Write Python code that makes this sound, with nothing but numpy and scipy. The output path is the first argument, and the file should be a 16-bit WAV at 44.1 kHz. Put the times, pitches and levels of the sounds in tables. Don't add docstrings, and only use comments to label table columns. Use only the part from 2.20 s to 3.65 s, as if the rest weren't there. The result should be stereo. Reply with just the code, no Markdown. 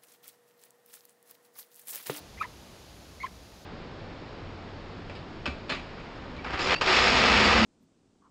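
import sys
import numpy as np
from scipy import signal
from scipy.fft import rfft, irfft
from scipy.io import wavfile

SR = 44100
rng = np.random.default_rng(int(sys.argv[2]) if len(sys.argv) > 2 else 0)


def bounce(signal):
    frames = np.transpose(np.atleast_2d(signal))
    limited = np.clip(frames, -1, 1)
    pcm = np.round(limited * 32767).astype(np.int16)
    wavfile.write(sys.argv[1], SR, pcm)


N = 63945
T = np.arange(N) / SR
HZ = np.maximum(np.arange(N // 2 + 1) * SR / N, 1)

# t/s, f/Hz, note level/dB, low octave level/dB
FIRST_CALL = [(0.174, 1900, -62, -80), (0.178, 2050, -48.5, -68), (0.189, 2080, -46, -62),
              (0.194, 2450, -62, -70), (0.201, 2450, -48, -70), (0.205, 2420, -37, -66),
              (0.209, 2350, -41, -48), (0.212, 2340, -45, -30), (0.216, 2660, -44, -25),
              (0.219, 2660, -45, -27), (0.223, 2260, -43, -29.5), (0.2255, 2000, -45, -42),
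              (0.2295, 2450, -48, -44), (0.232, 2250, -38, -62), (0.235, 1700, -40, -66),
              (0.239, 1660, -37.5, -66), (0.244, 2120, -42, -54), (0.251, 1900, -50, -40.5),
              (0.2575, 2040, -49, -38.5), (0.2605, 2080, -68, -72)]
SECOND_CALL = [(1.0005, 2000, -66, -80), (1.003, 2060, -43.5, -72), (1.014, 2230, -41, -72),
               (1.019, 2150, -41.5, -70), (1.0245, 1910, -43, -62), (1.029, 2290, -40.5, -70),
               (1.0335, 2320, -39, -58), (1.036, 2200, -47, -36.5), (1.04, 2100, -44, -34),
               (1.043, 2040, -45, -28.5), (1.051, 2100, -44, -30.5), (1.057, 2300, -49, -46),
               (1.06, 2250, -46, -54), (1.062, 2020, -45, -60), (1.065, 2050, -41.5, -46),
               (1.069, 1700, -44, -62), (1.072, 1660, -46, -68), (1.076, 1620, -68, -76)]
# multiple of the note's pitch, level/dB
NOTE_OVERTONES = [(2, -18), (3, -23.5)]
LOW_OVERTONES = [(1.5, -24), (2.5, -32.5)]
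# t/s, half length/s, level/dB
CRACKS = [(0.182, 0.009, -55), (0.2264, 0.0034, -40.5), (0.247, 0.009, -48.5), (1.034, 0.003, -48),
          (1.066, 0.0053, -45.5)]
BEAK_HISSES = [(0.218, 0.013, -54), (1.044, 0.017, -65)]
# f/Hz, level/dB
RASP_COLOUR = [(500, -22), (800, -17), (1150, -5.5), (1700, -4.5), (2400, -4.5), (3200, -13), (4500, -19.5),
               (7000, -24), (9000, -36), (16000, -48)]
BEAK_COLOUR = [(3000, -33), (6500, -18), (8500, -18), (10300, 0), (11400, 13), (12600, -14), (14500, -17),
               (15500, -21)]
AIR_COLOUR = [(15, -41), (25, -15), (53, -3), (75, -1), (136, -8), (178, -5.5), (233, -9.5), (598, -12),
              (1850, -19), (2360, -19), (4870, -18.5), (5430, -21.5), (6730, -22), (7910, -31),
              (11200, -28.5), (15500, -37.5)]
# f/Hz, level/dB
THROAT_TONES = [(1150, -3.5), (1650, -3.5), (2600, -7)]
# f/Hz, likeness (1 = the same, 0 = unrelated)
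AIR_LIKENESS = [(60, 0.98), (130, 1), (290, 0.88), (640, 0.59), (1400, -0.14), (3100, -0.072),
                (15000, 0.056)]
# f/Hz, level/dB
AIR_BALANCE = [(60, -1.5), (200, 1.9), (400, 2.5), (1300, 3), (4400, 0), (8000, 2.5), (13000, 1)]
# t/s, level/dB
AIR_FADE = [(0.0, -57), (0.37, -57), (1.45, -58.5)]

JITTER, CRACK_JITTER, JITTER_HZ = 0.0059, 0.021, 466
SHIMMER_DB, SHIMMER_HZ = 1.18, 307
BIRD_DB, RASP_IN_VOICE_DB = -0.5, -25
SNAP_S, SNAP_DB, SNAP_FADE_S = 0.2283, -27.5, 0.005
LEFT_LOUDER_DB, RIGHT_LAG_S = 3.4, 0.00003
SCATTER_DB, SCATTER_FADE_S, SCATTER_DELAY_S = -20.5, 0.16, 0.012
AIR_DB = -49
RUMBLE_HZ, RUMBLE_WIDTH_OCTAVES = 68, 0.3
RUMBLE_DB, RUMBLE_SWAY_DB, RUMBLE_SIDE_DB = -60, -1.5, -10.5
LOW_CUT_HZ, HIGH_CUT_HZ = 21, 15750


def bird():
    cracking = sum(swell(s, half_s) for s, half_s, _ in CRACKS)
    rasp = noise_puffs(CRACKS, RASP_COLOUR)
    hiss = noise_puffs(BEAK_HISSES, BEAK_COLOUR)
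    first = call(FIRST_CALL, cracking, overtone_db=-2.5)
    second = call(SECOND_CALL, cracking, overtone_db=2)
    return from_db(BIRD_DB) * (first + second + rasp + throat_snap() + hiss)


def call(rows, cracking, overtone_db):
    s, hz, note_db, low_db = np.transpose(rows)
    wobble = (JITTER + CRACK_JITTER * cracking) * drift(JITTER_HZ)
    pitch = np.interp(T, s, hz) * (1 + wobble)
    phase = 2 * np.pi * np.cumsum(pitch) / SR
    sounding = (T >= s[0]) & (T <= s[-1])
    strength = sounding * from_db(SHIMMER_DB * drift(SHIMMER_HZ))
    note_level = strength * np.interp(T, s, from_db(note_db))
    low_level = strength * np.interp(T, s, from_db(low_db))
    note_overtones = sum(from_db(db + overtone_db) * np.sin(k * phase) for k, db in NOTE_OVERTONES)
    low_overtones = sum(from_db(db + overtone_db) * np.sin(k * phase) for k, db in LOW_OVERTONES)
    voice = note_level * (np.sin(phase) + note_overtones)
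    voice += low_level * (np.sin(phase / 2) + low_overtones)
    pulsing = 1 + np.sin(phase / 2)
    rasp_level = from_db(RASP_IN_VOICE_DB) * (note_level + .5 * low_level) * pulsing
    return np.sqrt(2) * voice + rasp_level * noise(from_db(at_hz(RASP_COLOUR)))


def throat_snap():
    age = np.maximum(T - SNAP_S, 0)
    ring = sum(from_db(db) * np.sin(2 * np.pi * hz * age) for hz, db in THROAT_TONES)
    return from_db(SNAP_DB - 60 * np.minimum(age / SNAP_FADE_S, 5)) * ring


def among_branches(voice):
    late_voice = np.interp(T - RIGHT_LAG_S, T, voice)
    direct = np.array([voice, late_voice]) * from_db([[LEFT_LOUDER_DB / 2], [-LEFT_LOUDER_DB / 2]])
    fade = from_db(-60 * T / SCATTER_FADE_S) * (T > SCATTER_DELAY_S)
    scatter = rng.standard_normal((2, N)) * fade
    scatter /= np.sqrt(np.sum(scatter ** 2, axis=1, keepdims=True))
    echo = signal.fftconvolve(voice[None], scatter, axes=1)[:, :N]
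    return direct + from_db(SCATTER_DB) * echo


def air():
    shared, opposed = rfft(rng.standard_normal((2, N)))
    sides = np.array([[1], [-1]])
    alike = np.clip(at_hz(AIR_LIKENESS), -.99, .99)
    both_ears = np.sqrt(1 + alike) * shared + sides * np.sqrt(1 - alike) * opposed
    colour = from_db(at_hz(AIR_COLOUR) + sides * at_hz(AIR_BALANCE) / 2)
    hiss = rms_one(irfft(colour * both_ears, N))
    fade_db = np.interp(T, *np.transpose(AIR_FADE))
    return from_db(AIR_DB + fade_db - fade_db.mean()) * hiss


def rumble():
    band = np.exp(-.5 * (np.log2(HZ / RUMBLE_HZ) / RUMBLE_WIDTH_OCTAVES) ** 2)
    drone = noise(band) + from_db(RUMBLE_SIDE_DB) * noise(band) * np.array([[1], [-1]])
    sway = from_db(RUMBLE_SWAY_DB * drift(rate_hz=6.4))
    return from_db(RUMBLE_DB) * rms_one(drone * sway)


def noise_puffs(puffs, colour):
    level = sum(from_db(db) * swell(s, half_s) for s, half_s, db in puffs)
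    return level * noise(from_db(at_hz(colour)))


def swell(s, half_s):
    return np.exp(-.5 * ((T - s) / half_s) ** 2)


def drift(rate_hz):
    return noise(1 / (1 + (HZ / rate_hz) ** 4))


def noise(gain):
    return rms_one(irfft(rfft(rng.standard_normal(N)) * gain, N))


def at_hz(points):
    hz, value = np.transpose(points)
    return np.interp(np.log(HZ), np.log(hz), value)


def rms_one(x):
    return x / np.sqrt(np.mean(x ** 2) + 1e-20)


def from_db(db):
    return 10 ** (np.asarray(db) / 20)


def scene():
    return among_branches(bird()) + air() + rumble()


def record(dry):
    low_cut = 1 / np.sqrt(1 + (LOW_CUT_HZ / HZ) ** 8)
    high_cut = np.clip((HIGH_CUT_HZ - HZ) / 100 + .5, 0, 1)
    return irfft(rfft(dry) * low_cut * high_cut, N)


dry = scene()
out = record(dry)
bounce(out)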